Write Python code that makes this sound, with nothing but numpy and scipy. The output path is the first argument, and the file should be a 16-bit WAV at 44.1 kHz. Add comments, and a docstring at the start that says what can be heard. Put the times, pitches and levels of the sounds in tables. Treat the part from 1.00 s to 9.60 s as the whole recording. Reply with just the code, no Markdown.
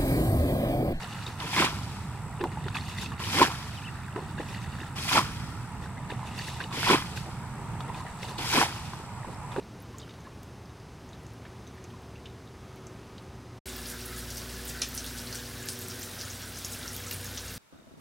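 """At the edge of a shallow muddy pond, two microphones: far traffic rumbles and hisses (shaped noise) and insects
buzz in the grass (chopped, ringing noise) throughout, while water fizzes and gurgles close by (rains of tiny bubbles).
Gulps and drips (rising, damped sines with noise splats) start at once; from 0.4 s a plastic basin flings
water on the bank to the left, five times (bubble rains and noise under landing curves).
At 2.75 s a bird calls once, a gliding sine."""
import sys
import numpy as np
from scipy import signal
from scipy.fft import rfft, irfft, next_fast_len
from scipy.io import wavfile
from scipy.ndimage import uniform_filter1d, map_coordinates

SR = 44100
rng = np.random.default_rng(int(sys.argv[2]) if len(sys.argv) > 2 else 0)


def dump(signal):
    """Clip the signal to [-1, 1] and save it as 16-bit WAV at the path in sys.argv[1]."""
    limited = np.clip(np.atleast_2d(signal).T, -1, 1)
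    pcm = np.round(limited * 32767).astype(np.int16)
    wavfile.write(sys.argv[1], SR, pcm)


N = 379260
MS = np.arange(0, N / SR + .002, .001)  # the slow level curves are read every millisecond [s]

# Levels stand before the random flicker, pond reflection and microphone colour; spectra are relative levels.
# far road: (time [s], rumble level [dB], tyre hiss level [dB], passing lorry hiss level [dB])
ROAD_LEVELS = [(0, -42.5, -45, -50.5), (.7, -38, -46.5, -51), (1.6, -38.5, -45.5, -58),
               (2.3, -38.5, -50, -49.5), (3.5, -37.5, -46.5, -53.5), (4.4, -35, -47.5, -48),
               (5.3, -39.5, -44, -66), (6.05, -39, -47, -53.5), (6.7, -38.5, -43.5, -53.5),
               (8.07, -43, -45.5, -59), (8.6, -38, -43, -59)]
# spectra of engine rumble, tyre hiss and lorry hiss: (frequency [Hz], level [dB per Hz])
RUMBLE_SPECTRUM = [(13, -43), (22, -19.5), (87, 1), (130, 3), (166, -1), (216, -6.5), (420, -22.5),
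                   (550, -40), (920, -120)]
TYRE_SPECTRUM = [(220, -7), (380, -17), (430, -10), (579, -10.5), (854, 0), (967, 1), (1080, -6),
                 (1240, -4.5), (1570, -14), (2110, -13), (3520, -24), (6990, -26.5), (7910, -21.5),
                 (14500, -44), (15700, -54)]
LORRY_SPECTRUM = [(900, -49), (1150, 2), (1350, 6), (1550, -1), (1950, -3), (2300, -27.5)]
# insect wing resonances: (frequency [Hz], width [Hz], level [dB])
WING_BANDS = [(7800, 480, 6), (8970, 730, 3), (11900, 4000, -13)]
# thin run-off that swells and thins between throws: (time [s], fizz level [dB], gurgle level [dB])
TRICKLE_LEVELS = [(0, -52, -49), (.34, -49, -52), (.39, -54, -58), (.9, -52, -61), (1.29, -72, -59),
                  (1.6, -61, -54), (1.93, -47, -49.5), (2.16, -59, -50.5), (2.75, -54.5, -52),
                  (3.1, -65, -54.5), (3.45, -54, -53), (3.74, -54.5, -52.5), (4.45, -63, -63),
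                  (5.0, -70, -59), (5.48, -44.5, -51), (5.68, -54, -66), (6.25, -62, -69), (6.75, -81, -62),
                  (7.0, -62, -58), (7.35, -53, -64), (7.88, -53.5, -64), (8.2, -74, -78), (8.6, -67, -67)]
# water spilling back from basin and legs:
# (time [s], length [s], fizz level [dB], gurgle level [dB], churn level [dB])
SPILL_EVENTS = [(0, 0.056, -53.5, -47, -70), (0.267, .01, -44, -49, -44), (1.402, 0.0099, -64, -44, -39),
                (1.434, .02, -67, -53, -36), (1.51, .015, -58, -53, -48), (1.66, .02, -57, -48, -47),
                (1.754, 0.019, -46.5, -37, -54), (1.886, 0.038, -44, -45, -53), (1.98, .004, -43, -53, -62),
                (2.015, .02, -40.5, -45, -50), (2.121, .008, -58, -43.5, -51), (2.712, .004, -66, -54, -59),
                (2.884, .006, -66, -50, -50), (3.163, .025, -57, -50, -37), (3.385, .03, -55, -46, -40.5),
                (3.483, 0.038, -51.5, -52, -49), (3.529, .07, -55, -51, -64),
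                (3.796, 0.023, -53, -49.5, -46), (4.822, 0.032, -56, -53, -48),
                (5.1, 0.023, -51, -44.5, -43), (5.268, .006, -49.5, -50, -55),
                (5.382, .04, -44.5, -47.5, -56), (5.474, 0.011, -41, -44, -48),
                (5.604, 0.0037, -51, -36.5, -44.5), (5.64, .004, -55, -52, -53),
                (6.165, 0.0037, -45.5, -48, -48), (6.258, 0.011, -61, -62, -44), (6.55, .2, -75, -64, -50),
                (6.804, .006, -54, -62, -43.5), (6.881, 0.011, -64, -51, -41),
                (6.937, 0.038, -53, -55, -46), (7.064, .006, -58, -45.5, -55),
                (7.228, .02, -45.5, -53, -48), (7.288, .02, -47.5, -48, -43.5), (7.94, .006, -65, -52, -52),
                (8.272, 0.054, -63, -64, -46), (8.522, .006, -55, -46, -53), (8.567, .05, -54, -50, -33)]
# spectra of fizz, gurgle and churn in the basin: (frequency [Hz], level [dB per Hz])
FIZZ_SPECTRUM = [(1470, -15), (2500, -2), (3670, -3.5), (4030, 1), (4420, -5), (5780, -7.5), (7170, -8.5),
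                 (10500, -14.5), (15700, -24)]
GURGLE_SPECTRUM = [(250, -30), (450, -14), (1000, -0.5), (1800, 2.5), (2800, -1.5), (4500, -11.5),
                   (7000, -40)]
CHURN_SPECTRUM = [(150, -48), (280, 3.5), (400, 5.5), (600, -3), (1000, 3), (1500, -53)]
# big bubbles, then drips:
# (time [s], bubble peak level [dB], starting pitch [Hz], splat against bubble before SPLAT_GAIN [dB])
GULP_EVENTS = [(0.038, -34.5, 723, -7), (0.411, -33, 1010, -13), (0.531, -34, 816, -9),
               (0.575, -21, 1000, -7), (0.623, -16.5, 1020, 5.5), (1.409, -23, 369, -6),
               (1.44, -23, 360, 0.5), (1.573, -29, 874, -10), (1.663, -33, 382, -8),
               (1.754, -33.5, 886, -5), (2.12, -36, 1110, -4), (2.202, -31, 1060, -7),
               (2.352, -33, 991, -11), (2.419, -16.5, 357, -6), (3.161, -26, 374, 0.5),
               (3.223, -35, 372, -1), (3.969, -36, 1070, -8), (4.117, -26, 990, -11),
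               (4.156, -20.5, 870, -1), (5.192, -34, 850, 1), (5.23, -32.5, 1020, -4),
               (5.715, -33, 1095, -3), (5.909, -15, 387, 0), (7.005, -32, 1010, -7),
               (7.051, -37.5, 740, -5), (7.354, -33, 996, -8), (7.542, -23, 320, -9),
               (7.934, -34.5, 990, -5), (8.246, -34, 945, 0), (8.278, -39, 918, -1), (8.437, -37, 980, -8),
               (8.519, -36, 956, -6), (8.542, -37, 875, -7), (8.563, -25.5, 514, -6)]
DRIP_EVENTS = [(0.127, -37.5, 2860, 6), (0.2653, -30.5, 3720, -5), (0.402, -33, 3020, 6),
               (0.5344, -26, 3300, -9), (0.5641, -20, 2110, -4), (1.412, -31, 1720, -3),
               (1.441, -37, 1880, -19), (1.6412, -40, 1890, 4), (1.6836, -23.5, 1380, -7),
               (1.7463, -34, 2600, 3), (1.7719, -27.5, 3340, -7), (1.8103, -34, 4250, -15),
               (1.8836, -37, 2010, -8), (1.9844, -28, 2040, -3), (2.06, -32, 2560, 1),
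               (2.119, -37, 1720, -11), (2.1965, -38, 3000, -10), (2.2388, -29, 3020, -3),
               (2.302, -33, 2450, -17.5), (2.377, -28, 2170, -8), (3.083, -32.5, 1550, -16),
               (3.3823, -33, 1590, -11), (3.488, -37, 2480, -11), (3.7527, -32, 1370, -17),
               (3.7868, -35, 1590, -15), (3.832, -34, 1700, -14), (4.0891, -23, 1310, -7),
               (4.8406, -38.5, 1860, -7), (4.8604, -34, 1520, -17), (4.9791, -37, 2040, -10),
               (5.1023, -35, 2080, -4), (5.39, -29.5, 4560, -11), (5.4156, -36, 2880, -9),
               (5.6047, -32.5, 1910, -6), (5.6396, -30.5, 2910, -2), (5.7099, -35, 1340, -3),
               (5.7262, -32, 1340, -3), (5.831, -18, 1430, -8), (5.887, -20, 1440, 0),
               (6.1745, -30.5, 1530, -19), (6.806, -27, 1270, -6), (6.9458, -35.5, 2460, -4),
               (7.2315, -29.5, 2130, -2), (7.2848, -38, 1680, -10), (7.3836, -30.5, 4260, 1),
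               (7.5155, -30, 1470, -6), (7.9354, -30, 1370, -19), (8.2312, -40, 1880, -10),
               (8.345, -45, 5170, -6), (8.5629, -29, 1480, -18)]
# spectra of the gulp and drip splats: (frequency [Hz], level [dB])
GULP_SPLAT_SPECTRUM = [(200, -25), (400, -14.5), (1000, 12), (2000, -9), (4000, -10), (9000, -69)]
DRIP_SPLAT_SPECTRUM = [(800, -30), (1500, -24), (3500, 12), (6000, -10), (12000, -21)]
# each throw on the bank: (first drops land [s], for [s], their slap level [dB], late drops level [dB],
# swell time factor [x], main mass lands [s], for [s], spray level [dB], spatter level [dB], slosh level [dB],
# thud on the mud [s], for [s], thud level [dB])
THROW_EVENTS = [(0.401, 0.064, -40.5, -42.5, 0.64, 0.5765, 0.071, -33.5, -27.5, -26.5, 0.591, .035, -27),
                (2.199, .06, -42, -40.5, 1.07, 2.418, 0.01, -29.5, -25, -20.5, 2.41, 0.0064, -21),
                (3.965, .04, -44, -42, 0.94, 4.163, .014, -28, -24.5, -21.5, 4.158, 0.019, -27),
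                (5.73, .05, -40.5, -42.5, 1.05, 5.91, 0.026, -30.5, -23.5, -23, 5.908, 0.019, -21),
                (7.386, .06, -39.5, -42, .95, 7.568, 0.053, -29, -26.5, -23, 7.565, 0.044, -27)]
# course of a landing, one row each for spray, spatter, slosh and thud; times are for 60 dB:
# (added to slap level [dB], swell before the swell factor [s], collapse [s],
# added to late drops level [dB], their fade [s])
LANDING_SHAPES = [(-8, 0.71, 0.23, -1.5, 1.66), (-0.5, 0.46, .2, -0.5, 1.5), (-0.5, 0.28, .2, 5.5, 0.7),
                  (-4.5, .16, .11, 1.5, 0.53)]
# spectra of the four landing layers: (frequency [Hz], level [dB per Hz])
SPRAY_SPECTRUM = [(2350, -32), (4000, -2.5), (5120, 1.5), (6210, -4), (8710, -7.5), (10300, -8.5),
                  (15100, -17.5), (15700, -23)]
SPATTER_SPECTRUM = [(1060, -18), (1800, -5), (2470, 0), (2750, -5), (3300, -2), (4000, -15), (5200, -23),
                    (8800, -120)]
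SLOSH_SPECTRUM = [(320, -37), (550, -19), (694, -10), (1020, -1.5), (1230, -8.5), (1360, -4.5), (1500, -9),
                  (1800, -12), (2340, -47), (3960, -120)]
THUD_SPECTRUM = [(82, -44), (140, -3.5), (351, 3), (399, -2), (499, -3), (650, -15), (840, -33),
                 (1430, -120)]
# the one bird call: (time [s], pitch [Hz], rms level [dB])
BIRD_CALL = [(2.752, 3950, -66), (2.76, 3860, -52), (2.772, 3200, -51), (2.787, 2880, -49),
             (2.797, 2776, -62), (2.808, 2600, -70), (2.82, 2350, -52), (2.83, 2480, -57),
             (2.848, 2700, -47), (2.858, 3120, -49), (2.876, 2620, -46), (2.896, 2820, -48),
             (2.906, 2850, -76)]
# likeness of the two microphones for far and near sounds: (frequency [Hz], left-right likeness [-1 to 1])
FAR_LIKENESS = [(60, 0.93), (130, 0.98), (290, 0.97), (640, 0.93), (1410, 0.91), (3100, 0.078),
                (6820, -0.4), (15000, 0.12)]
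NEAR_LIKENESS = [(200, 0.97), (1000, 0.9), (3000, 0.6), (8000, 0.19), (15000, 0.3)]
# colour of the microphone pair: (frequency [Hz], left minus right [dB])
MICROPHONE_PAIR = [(60, -3), (130, -2.5), (290, -1.5), (640, -0.5), (1410, -1.5), (3100, 0.0), (6820, 0),
                   (15000, -0.5)]

LAPPING_DB = -58.5  # constant churn: the pond never quite settles
SPILL_RISE, SPILL_FALL = [0.054, 0.037, 0.043], [.24, 0.1, .17]  # s for 60 dB: fizz, gurgle, churn
GULP_T60, DRIP_T60 = 0.061, .021  # bubble decay, s for 60 dB
SPLAT_GAIN = 0.43
SLAP_RISE, SLAP_FALL = .04, .4  # s for 60 dB
FIRST_DROPS_S = .008  # fade-in ahead of the first drops
BANK_LEAD = 1e-4  # s, a throw reaches the left microphone earlier
TOP_HZ = 15830  # band limit of the microphones


def amp(db):
    """Decibels to gain."""
    return 10 ** (np.asarray(db) / 20)


def unit(x):
    """x at rms 1."""
    return x / np.sqrt(np.mean(x ** 2) + 1e-20)


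def noise_pair():
    """Two unrelated white noises."""
    return rng.standard_normal((2, N))


def along(points, hz):
    """Read (Hz, value) points on a log frequency axis."""
    f, v = np.transpose(points)
    return np.interp(np.log(hz + 1), np.log(f + 1), v)


def wobble(rate):
    """A smooth random curve, rate knots a second."""
    knots = rng.standard_normal(int(N * rate / SR) + 4)
    return map_coordinates(knots, [np.arange(N) * rate / SR])


def filtered(x, response):
    """x through a complex response of frequency."""
    m = next_fast_len(N + 8192)
    hz = np.fft.rfftfreq(m, 1 / SR)
    return irfft(rfft(x, m) * response(hz), m)[..., :N]


def spread(pair, spectrum, alike, lead=0):
    """Colour two unrelated signals into a stereo pair of rms 1; the left hears it lead seconds early."""
    m = next_fast_len(N + 8192)
    hz = np.fft.rfftfreq(m, 1 / SR)
    turn = np.arccos(np.clip(along(alike, hz), -1, 1)) / 2  # mid-side mix that gives the likeness
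    mid, side = rfft(pair, m) * amp(along(spectrum, hz)) * [np.cos(turn), np.sin(turn)]
    early = np.exp(1j * np.pi * hz * lead)  # half the lead on each side
    return unit(irfft([(mid + side) * early, (mid - side) / early], m)[:, :N])


def patchy(pair, depth_db):
    """Random louder and softer patches in time and pitch, giving any hiss an uneven grain."""
    z = signal.stft(pair, nperseg=256)[2]
    field = uniform_filter1d(rng.standard_normal(z.shape[1:]), size=3, axis=0)
    field = uniform_filter1d(field, size=4, axis=1)
    return unit(signal.istft(z * amp(depth_db * unit(field)), nperseg=256)[1][:, :N])


def curves(rows):
    """The columns after the time, read every millisecond."""
    s, *cols = np.transpose(rows)
    return np.array([np.interp(MS, s, c) for c in cols])


def gains(power):
    """Millisecond powers to one gain per sample."""
    return [np.interp(np.arange(N) / SR, MS, np.sqrt(p)) for p in power]


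def traffic():
    """A distant road: lumpy low engine rumble, tyre hiss and the hiss of a passing lorry, all shaped noise."""
    rumble_gain, tyre_gain, lorry_gain = gains(amp(2 * curves(ROAD_LEVELS)))
    lumps = amp(1.37 * wobble(3.1) + 0.64 * wobble(11))
    rumble = lumps * spread(noise_pair(), RUMBLE_SPECTRUM, FAR_LIKENESS)
    tyres = spread(patchy(noise_pair(), depth_db=1.0), TYRE_SPECTRUM, FAR_LIKENESS)
    lorry = spread(patchy(noise_pair(), depth_db=1.5), LORRY_SPECTRUM, FAR_LIKENESS)
    return rumble_gain * rumble + tyre_gain * tyres + lorry_gain * lorry


def wing_resonance(hz):
    """Sum of the wing bands, each a resonance passed twice."""
    total = 0
    for centre, width, db in WING_BANDS:
        damping = 1j * hz * width
        total = total + amp(db) * (damping / (centre * centre - hz * hz + damping)) ** 2
    return total


def insects():
    """Wing strokes, about 66.6 a second, chop a hiss that rings in two narrow bands and a weak broad one."""
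    strokes = np.cos(np.pi * 66.6 * np.arange(N) / SR + 0.9 * wobble(2.66)) ** 4
    buzz = (0.5 + strokes) * noise_pair()
    level_drift = amp(.8 * wobble(2))
    return amp(-60) * level_drift * unit(filtered(buzz, wing_resonance))


def swell(start, hold, rise, fall):
    """dB under the peak: climbs to start, holds, then dies away; rise and fall are 60 dB times."""
    before = np.maximum(start - MS, 0)
    after = np.maximum(MS - start - hold, 0)
    return -60 * (before / rise + after / fall)


def runoff():
    """Gains of fizz, gurgle and churn: changing trickle and constant lapping with every spill's power on top."""
    power = amp(2 * np.vstack([curves(TRICKLE_LEVELS), LAPPING_DB + 0 * MS]))
    for s, hold, *db in SPILL_EVENTS:
        spill_db = np.c_[db] + swell(s, hold, np.c_[SPILL_RISE], np.c_[SPILL_FALL])
        power = power + amp(2 * spill_db)
    return gains(power)


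def droplets(count, size, cycles, low_hz, high_hz, uneven_db, wash):
    """Two rains of tiny bubbles, each a short rising damped sine, over a wash of noise; wash is its power share."""
    draw = rng.random((2, count, 3))  # moment, pitch, strength
    hz = low_hz * (high_hz / low_hz) ** draw[..., 1:2]
    life = np.arange(size) / SR * hz / cycles
    strength = amp(-uneven_db * np.log(draw[..., 2:] + 0.044)) * hz  # equal energy per hertz
    tone = np.sin(2 * np.pi * cycles * life * (1 + 0.053 * life))
    ring = strength * life * np.exp(-5 * life) * tone
    at = (draw[..., :1] * N).astype(int) + np.arange(size)
    rain = np.array([np.bincount(a.ravel(), r.ravel(), N + size)[:N] for a, r in zip(at, ring)])
    share = np.clip(wash, 0, 1)
    return np.sqrt(1 - share) * unit(rain) + np.sqrt(share) * patchy(noise_pair(), depth_db=1.5)


def mirrored(x):
    """The pond's surface sends a duller second copy just after the first, which combs the colour."""
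    delay, share, dull_hz = .0011, .48, 5000  # s, gain, Hz
    return filtered(x, lambda hz: 1 + share * np.exp(-2j * np.pi * hz * delay) / np.hypot(1, (hz / dull_hz) ** 2))


def dribble():
    """Thin streams fall back in bursts: a fine fizz, a gurgle of larger bubbles, water churning in the basin."""
    fizz, gurgle, churn = runoff()
    bursts = wobble(30)
    fine = droplets(count=5000, size=192, cycles=13.4, low_hz=2230, high_hz=12840, uneven_db=1.5, wash=0.79)
    coarse = droplets(count=2500, size=512, cycles=9, low_hz=600, high_hz=4500, uneven_db=2.5, wash=.55)
    streams = fizz * amp(2.1 * bursts) * spread(fine, FIZZ_SPECTRUM, NEAR_LIKENESS)
    streams += gurgle * amp(1.3 * bursts) * spread(coarse, GURGLE_SPECTRUM, NEAR_LIKENESS)
    basin = churn * spread(patchy(noise_pair(), depth_db=5.5), CHURN_SPECTRUM, NEAR_LIKENESS)
    return mirrored(streams) + basin


def bubbles(rows, t60, rise, colour, splat_t60):
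    """Each drop splats on the surface and traps a bubble whose pitch climbs as it dies."""
    rings, splats = np.zeros(N + SR), np.zeros((2, N + SR))
    t = np.arange(SR // 8) / SR
    for s, db, hz, splat_db in rows:
        first = round(s * SR)
        last = first + len(t)
        ring = np.sin(2 * np.pi * hz * t * (1 + rise * t / t60)) * amp(-60 * t / t60)
        rings[first:last] += amp(db) * ring
        splats[:, first:last] += amp(db + splat_db - 60 * t / splat_t60)
    wet = spread(noise_pair(), colour, NEAR_LIKENESS)
    return rings[:N] + SPLAT_GAIN * splats[:, :N] * wet


def gulps():
    """Big bubbles close round the basin ring low and long, each with a splat."""
    return bubbles(GULP_EVENTS, GULP_T60, rise=0.04, colour=GULP_SPLAT_SPECTRUM, splat_t60=0.047)


def drips():
    """Small bubbles under single drips ring high and short, doubled by the pond's surface."""
    return mirrored(bubbles(DRIP_EVENTS, DRIP_T60, rise=0.015, colour=DRIP_SPLAT_SPECTRUM, splat_t60=0.033))


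def landings():
    """Gains of four layers: a slap of first drops, a swell to the main mass, its collapse and late drops."""
    share, rise, fall, late, fade = np.transpose(LANDING_SHAPES)[..., None]
    power = 0
    for first, patter, slap_db, late_db, drawn_out, lands, hold, *peak_db, thud_s, thud_hold, thud_db in THROW_EVENTS:
        peak = np.c_[peak_db + [thud_db]]
        start = np.c_[[lands] * 3 + [thud_s]]
        length = np.c_[[hold] * 3 + [thud_hold]]
        slap = slap_db + share + swell(first, patter, SLAP_RISE, SLAP_FALL)
        mass = peak + swell(start, length, drawn_out * rise, fall)
        drops = late_db + late + swell(start + length, 0, fall, fade)
        begun = np.clip((MS - first) / FIRST_DROPS_S + 1, 0, 1)
        power = power + amp(2 * slap) + begun * amp(2 * mass) + amp(2 * drops)
    return gains(power)


def throws():
    """The flung sheet of water breaks into spray and spatter, sloshes and thuds on the mud, off to the left."""
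    spray, spatter, slosh, thud = landings()
    clumps = wobble(70)  # lumps of water land one after another
    fine = droplets(count=9000, size=128, cycles=4.8, low_hz=1400, high_hz=15100, uneven_db=0.5, wash=.65)
    coarse = droplets(count=2500, size=512, cycles=5.9, low_hz=508, high_hz=2750, uneven_db=-1.5, wash=.65)
    mud = patchy(noise_pair(), depth_db=5.0)
    nearer_left = amp([[.8], [-.8]])
    out = spray * amp(0.75 * clumps) * nearer_left * spread(fine, SPRAY_SPECTRUM, NEAR_LIKENESS, BANK_LEAD)
    out += spatter * amp(1.3 * clumps) * spread(fine, SPATTER_SPECTRUM, NEAR_LIKENESS, BANK_LEAD)
    out += slosh * amp(0.29 * clumps) * spread(coarse, SLOSH_SPECTRUM, NEAR_LIKENESS, BANK_LEAD)
    out += thud * amp(0.31 * wobble(44)) * spread(mud, THUD_SPECTRUM, NEAR_LIKENESS, BANK_LEAD)
    return out


def bird():
    """One thin gliding whistle, a sine whose phase follows the pitch, equal in both microphones."""
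    s, hz, db = np.transpose(BIRD_CALL)
    t = np.arange(N) / SR
    tone = np.sin(2 * np.pi * np.cumsum(np.interp(t, s, hz)) / SR)
    level = amp(np.interp(t, s, db, -120, -120))
    flutter = amp(1.5 * wobble(60))
    return level * flutter * tone * np.sqrt([[2], [2]])  # root 2 brings a sine to rms 1


def scene():
    """Road, insects and bird far; water near."""
    return traffic() + insects() + dribble() + gulps() + drips() + throws() + bird()


def record(dry):
    """The two microphones differ a little in colour; nothing is kept above the band limit."""
    return filtered(dry, lambda hz: amp(np.outer([.5, -.5], along(MICROPHONE_PAIR, hz))) * (hz < TOP_HZ))


dry = scene()
out = record(dry)
dump(out)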